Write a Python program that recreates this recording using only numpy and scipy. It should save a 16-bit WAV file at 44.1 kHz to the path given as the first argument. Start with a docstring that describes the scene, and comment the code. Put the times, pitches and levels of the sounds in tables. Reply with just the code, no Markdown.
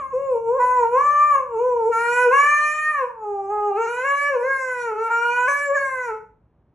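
"""A husky howls close by: one long run of wavering notes over the faint rumble of a carpeted room.
Its vocal folds make a clean stack of harmonics; jaw and lips move two resonances from a closed "oo"
to a wide "aa", and part of the sound leaves through the nose. The voice rasps where it is pushed,
and the walls make each gliding harmonic swell and fade."""
import sys
import numpy as np
from scipy import signal
from scipy.fft import rfft, irfft
from scipy.io import wavfile
from scipy.ndimage import uniform_filter1d

SR = 44100
rng = np.random.default_rng(int(sys.argv[2]) if len(sys.argv) > 2 else 0)


def master(y):
    """Save y as 16-bit WAV."""
    cut = np.clip(np.atleast_2d(y).T, -1, 1)
    pcm = np.round(cut * 32767)  # scale
    wavfile.write(sys.argv[1], SR, pcm.astype(np.int16))


N = 297490
TIME_S = np.arange(N) / SR
SIDE_SIGN = np.array([[1], [-1]])  # left, right

# room rumble spectrum: (frequency [Hz], relative density [dB])
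RUMBLE_SPECTRUM = [(25, -28.5), (55, 3.5), (85, -10), (120, -2.5), (250, -13), (1000, -25), (8000, -67)]
# room rumble envelope: (time [s], level [dB])
RUMBLE_LEVEL = [(0, -54), (2.35, -57.5), (2.6, -62.5), (6.75, -60)]
# throat and muzzle response: (frequency [Hz], gain [dB])
THROAT_RESPONSE = [(540, 2.8), (610, -4.0), (850, -2.6), (1600, 0.4), (2000, 6.2), (2350, 0.7),
                   (2700, -10.2), (3300, -25.5), (4200, -8), (4850, -13), (5500, -3), (7200, 6.9),
                   (8400, -4.5), (9100, -19.8), (9800, 7.1), (10700, 8.4), (12500, -20.5)]
# uneven fold beating: (start [s], length [s], added roughness [0-1])
FOLD_RASPS = [(.585, 0.047, 0.18), (1.343, .12, 0.42), (1.97, .12, 0.18), (2.345, 0.089, .08),
              (3.867, .2, .15), (5.076, 0.047, 0.7), (5.474, 0.052, 0), (5.773, 0.017, .25)]
# voice cracks: (time [s], pitch drop [fraction])
VOICE_CRACKS = [(0.6, 0.033), (3.865, 0.068), (5.091, 0.074), (5.777, 0.027)]
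# howl notes: (start [s], max length [s], scoop [s], fall [s], first pitch [Hz], held pitch [Hz],
# last pitch [Hz], glide [Hz/s], base level [dB], swell over note [dB], jaw resonance [Hz],
# lip resonance [Hz], effort tilt [dB/oct], nasal share [0-1], nasal change over note [share])
HOWL_NOTES = [(0.0, 0.12, 0.035, .043, 606, 533.7, 552.3, -92, -33, -9.5, 916, 1044, 1, 0.55, 0),
              (0.139, 0.22, 0.075, 0.14, 495, 556, 458.3, 124, -22, 0.5, 704, 864, -4.5, .7, 0.085),
              (.485, 0.093, 0.084, 0.056, 458.4, 513.6, 548.3, 381, -20.5, 0.5, 778, 1167, -11.5, 0.76, 0),
              (0.606, 0.25, 0.045, 0.14, 494.5, 503, 454.8, 71, -18, -5.8, 907, 1014, 2, 0.17, -0.025),
              (0.943, .418, 0.095, 0.1, 492.4, 587.1, 549.7, 53.5, -15.5, 1.8, 1105, 1342, 0.5, 0.37, 0.047),
              (1.574, .327, .135, .075, 440, 484.1, 482.8, -410, -21, -1, 713, 940, -7, 0.7, 0.036),
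              (1.93, 0.36, .081, 0.093, 451.4, 481.7, 476, 157, -19, 8, 742.2, 1508, 3, 0.51, 0.48),
              (2.34, .7, 0.17, .165, 550.5, 602.1, 495.5, 64, -19, -12, 1258, 1782, 3.5, 0.36, -0.34),
              (3.243, 0.23, .012, 0.18, 426, 401.2, 392.8, -150, -28, 0.5, 851, 967, -9, 0.8, -0.55),
              (3.509, 0.21, 0.021, 0.048, 410, 416.1, 392.6, -53.5, -23.5, 0, 910, 1060, -6.5, 0.73, 0.32),
              (3.762, 0.27, 0.033, 0.079, 403, 474.9, 516, 209.5, -25.5, 0.5, 719.4, 1447, 2.5, 0.69, -0.16),
              (4.051, .318, 0.062, 0.092, 546.3, 570.2, 479.3, 72, -21, -1.5, 844.5, 1680, 0.8, 0.5, 0.057),
              (4.421, 0.5, 0.1, 0.092, 480, 512.7, 430.6, -200, -26.5, -4.5, 705, 1520, 3, .15, .6),
              (4.959, 0.11, 0.1, .014, 423.5, 459, 457.5, -110, -28, 3.5, 600, 1321, 3.3, 0.43, 0),
              (5.115, .358, .037, 0.026, 466.7, 480.7, 504.4, 121, -19.5, 0, 1100, 1485, 0.8, 1, 0.87),
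              (5.485, 0.23, 0.014, 0.11, 574, 573, 554.3, 65.5, -22.5, -10, 691.5, 1513, 3.5, 0.18, 0.31),
              (5.757, 0.36, 0.015, 0.082, 586, 520, 433.4, -250, -26, -4.5, 813, 1468, 3, 0, 0.65)]
# "woo" jaw dips: (time [s], half length [s], closure [0-1], swell [dB])
WOO_DIPS = [(.815, 0.022, 0.3, 4), (1.869, .025, 0, 4.5), (2.29, 0.023, 0.6, -1.5), (2.995, 0.037, 0, 2),
            (3.79, 0.026, 0.58, 6), (4.317, 0.014, 0.6, 5), (4.492, .025, 0.64, 4.5),
            (4.945, 0.062, 0.37, 5.5), (5.714, 0.032, 0.93, 12), (6.135, 0.015, 0.49, 3.5)]
# phase between two microphone ports: (frequency [Hz], left lead [rad])
PORT_LEAD = [(0, 0), (690, -0.1), (950, -0.5), (2580, 0.8), (3100, -0.1), (3790, 1.3), (4390, 1.6),
             (5000, 3.7), (5250, 5.2), (5680, 6.2), (6120, 6.4), (6720, 6.7), (6980, 6.3), (11800, 6.2)]

SHUT_JAW_HZ, SHUT_LIP_HZ, SHUT_TILT_DB_OCT = 490, 850, -7  # mouth closed to "oo"


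def undb(db):
    """Decibels to gain."""
    return np.exp(np.asarray(db) * np.log(10) / 20)


def unit_rms(x):
    """Scale to rms 1."""
    return x / np.sqrt(np.mean(x ** 2))


def curves(table):
    """Time table columns at every sample, corners rounded."""
    time_s, *columns = np.transpose(table)
    return [uniform_filter1d(np.interp(TIME_S, time_s, column), size=500) for column in columns]


def spectrum_gain(hz, spectrum):
    """Gain of a (frequency [Hz], gain [dB]) table at hz."""
    points_hz, db = np.transpose(spectrum)
    return undb(np.interp(np.log(hz + 1), np.log(points_hz), db))


def shaped_noise(spectrum):
    """Noise of the given spectrum, rms 1."""
    hz = np.arange(N // 2 + 1) * SR / N
    return unit_rms(irfft(rfft(rng.standard_normal(N)) * spectrum_gain(hz, spectrum), N))


def lowpass(x, cutoff_hz):
    """Second-order low-pass."""
    return signal.sosfilt(signal.butter(2, cutoff_hz, fs=SR, output="sos"), x)


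def wobble(rate_hz):
    """Random motion up to rate_hz, rms 1."""
    return unit_rms(lowpass(rng.standard_normal(N), rate_hz))


def flutter(rate_hz):
    """Random values at rate_hz, joined linearly."""
    steps = rng.standard_normal(4096)
    return np.interp(TIME_S * rate_hz, np.arange(len(steps)), steps)


def bump(at_s, half_s):
    """Gaussian pulse, peak 1."""
    return np.exp(-.5 * ((TIME_S - at_s) / half_s) ** 2)


def settle(progress):
    """Ease from 1 to 0."""
    return 1 - np.sin(np.pi / 2 * np.clip(progress, 0, 1))


def resonance(hz, centre_hz, width_hz):
    """Gain of one resonance, peak 1."""
    return 1 / np.sqrt(1 + (2 * (hz - centre_hz) / width_hz) ** 2)


def room_rumble(side_db=-23):
    """Low indoor rumble, nearly mono."""
    mid, side = shaped_noise(RUMBLE_SPECTRUM), shaped_noise(RUMBLE_SPECTRUM)
    level_db, = curves(RUMBLE_LEVEL)
    return undb(level_db) * (mid + undb(side_db) * side * SIDE_SIGN)


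def room_reverb(direct, t60_low_s=0.4, t60_high_s=0.35, tail_db=-5.5, side_db=-7.5, build_s=0.0006):
    """Direct sound plus a diffuse stereo tail; carpet and furniture absorb treble first."""
    t = np.arange(int(.6 * SR)) / SR
    noise = rng.standard_normal((2, len(t)))
    low = lowpass(noise, cutoff_hz=3000)
    tail = low * undb(-60 * t / t60_low_s) + (noise - low) * undb(-60 * t / t60_high_s)
    tail *= 1 - np.exp(-t / build_s)
    mid, side = tail / np.sqrt(np.sum(tail ** 2, axis=1, keepdims=True))
    response = undb(tail_db) * (mid + undb(side_db) * side * SIDE_SIGN)
    return direct + signal.fftconvolve(direct[None], response, axes=1)[:, :N]


def fold_roughness(calm=0.13):
    """Uneven fold beating: slight throughout, stronger in rasps."""
    rasps = sum(amount * ((TIME_S >= start_s) & (TIME_S < start_s + length_s))
                for start_s, length_s, amount in FOLD_RASPS)
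    return calm + uniform_filter1d(rasps, size=900)


def voice_cracks(half_s=0.0053):
    """Fractional pitch drop as the folds slip between registers."""
    return sum(drop * bump(at_s, half_s) for at_s, drop in VOICE_CRACKS)


def fold_harmonic(k, phase_rad, roughness):
    """Harmonic k of the folds: low ones are clean, high ones flicker and turn hoarse."""
    fray_rad = 2.1 * min(k / 13, 1) ** 2 * np.sqrt(roughness)
    flicker_db = 5.5 * np.clip(k / 8, .6, 1) ** 3
    tone = np.sin(k * phase_rad + fray_rad * flutter(rate_hz=120))
    return tone * undb(flicker_db * flutter(rate_hz=22))


def nose_db(hz, notch_db=-24, peak_db=20.5):
    """The open nasal passage absorbs one band and rings in the next."""
    notch = resonance(hz, centre_hz=1890, width_hz=530) ** 2
    peak = resonance(hz, centre_hz=2765, width_hz=700) ** 2
    return notch_db * notch + peak_db * peak


def jaw_dips():
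    """Brief jaw closures and their "woo" swells."""
    closure = sum(depth * bump(at_s, half_s) for at_s, half_s, depth, _ in WOO_DIPS)
    swell_db = sum(db * bump(at_s, half_s) for at_s, half_s, _, db in WOO_DIPS)
    return np.clip(closure, 0, 1), swell_db


def note_contour(row, next_start_s, slur_s=.005, shutting_sag=0.26, boom_db=1.5, shut_nasal=0.99):
    """One note: scoop, gliding hold, fall. The mouth shuts as pitch sags below the hold."""
    (start_s, length_s, scoop_s, fall_s, first_hz, held_hz, last_hz, glide_hz_per_s,
     level_db, swell_db, jaw_hz, lip_hz, tilt_db_oct, nasal, nasal_change) = row
    length_s = min(length_s, next_start_s - start_s - slur_s)
    t = np.linspace(0, length_s, 60)
    ramp = t / length_s - .5
    glide_hz = held_hz + glide_hz_per_s * (t - length_s / 2)
    scoop_hz = (first_hz - glide_hz) * settle(t / scoop_s)
    fall_hz = (last_hz - glide_hz) * settle((length_s - t) / fall_s)
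    pitch_hz = glide_hz + scoop_hz + fall_hz
    shut = np.tanh(np.maximum(1 - pitch_hz / glide_hz, 0) / shutting_sag)
    tuning = glide_hz / held_hz  # open mouth tracks the glide
    return np.column_stack([start_s + t, pitch_hz,
                            level_db + swell_db * ramp + shut * boom_db,
                            (1 - shut) * jaw_hz * tuning + shut * SHUT_JAW_HZ,
                            (1 - shut) * lip_hz * tuning + shut * SHUT_LIP_HZ,
                            (1 - shut) * tilt_db_oct + shut * SHUT_TILT_DB_OCT,
                            np.clip(nasal + nasal_change * ramp + shut * shut_nasal, 0, 1)])


def howl_contour(fade_db_per_s=224, dip_slack_db_oct=7.5):
    """Notes slurred into one run; the voice fades with time from the nearest note."""
    next_starts_s = [row[0] for row in HOWL_NOTES[1:]] + [np.inf]
    notes = [note_contour(row, next_s) for row, next_s in zip(HOWL_NOTES, next_starts_s)]
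    pitch_hz, level_db, jaw_hz, lip_hz, tilt_db_oct, nasal = curves(np.vstack(notes))
    idle_s = np.min([np.abs(TIME_S - np.clip(TIME_S, start_s, start_s + length_s))
                     for start_s, length_s, *_ in HOWL_NOTES], axis=0)
    closure, swell_db = jaw_dips()
    level_db += swell_db - fade_db_per_s * idle_s
    jaw_hz += closure * (SHUT_JAW_HZ - jaw_hz)
    tilt_db_oct -= closure * dip_slack_db_oct
    return pitch_hz, level_db, jaw_hz, lip_hz, tilt_db_oct, nasal


def husky(whine_db=-53, end_s=6.19):
    """Fold harmonics through throat, moving mouth and nose; effort lifts the upper ones."""
    pitch_hz, level_db, jaw_hz, lip_hz, tilt_db_oct, nasal = howl_contour()
    roughness, crack = fold_roughness(), voice_cracks()
    tilt_db_oct -= 22 * crack  # slipping folds close softly
    muscle_waver = 0.0014 * wobble(rate_hz=19)
    jitter = 0.022 * roughness * wobble(rate_hz=320)
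    phase_rad = 2 * np.pi * np.cumsum(pitch_hz * (1 - crack + muscle_waver + jitter)) / SR
    voice, whine, power = 0, 0, 0
    for k in range(1, 25):
        hz = k * pitch_hz
        tone = fold_harmonic(k, phase_rad, roughness)
        throat = spectrum_gain(hz, THROAT_RESPONSE)
        mouth = resonance(hz, jaw_hz, width_hz=300) * resonance(hz, lip_hz, width_hz=400)
        gain = mouth * throat * undb(tilt_db_oct * np.log2(k) + nasal * nose_db(hz))
        voice += gain * tone
        power += gain ** 2 / 2
        # thin whine, present even with the mouth shut
        whine += resonance(hz, centre_hz=6000, width_hz=5000) ** 2 * throat * tone
    voice = voice / np.sqrt(power) + undb(whine_db) * whine
    gate = uniform_filter1d(1. * (TIME_S < end_s), size=500)
    return voice * undb(level_db) * gate


def scene():
    """The dog in its room."""
    return room_reverb(husky()) + room_rumble()


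def record(dry):
    """Two microphone ports whose phase difference grows with frequency, opposite near 5 kHz and back in step
    above about 5.7 kHz, then a steep low-pass."""
    cutoff_hz = 12300
    hz = np.arange(N + 1) * SR / (2 * N)
    lead_rad = np.interp(hz, *np.transpose(PORT_LEAD))
    rotation = np.exp(.5j * lead_rad * SIDE_SIGN)
    ports = irfft(rfft(dry, 2 * N, axis=1) * rotation, axis=1)[:, :N]
    return signal.sosfilt(signal.ellip(8, .2, 70, cutoff_hz, fs=SR, output="sos"), ports)


dry = scene()
out = record(dry)
master(out)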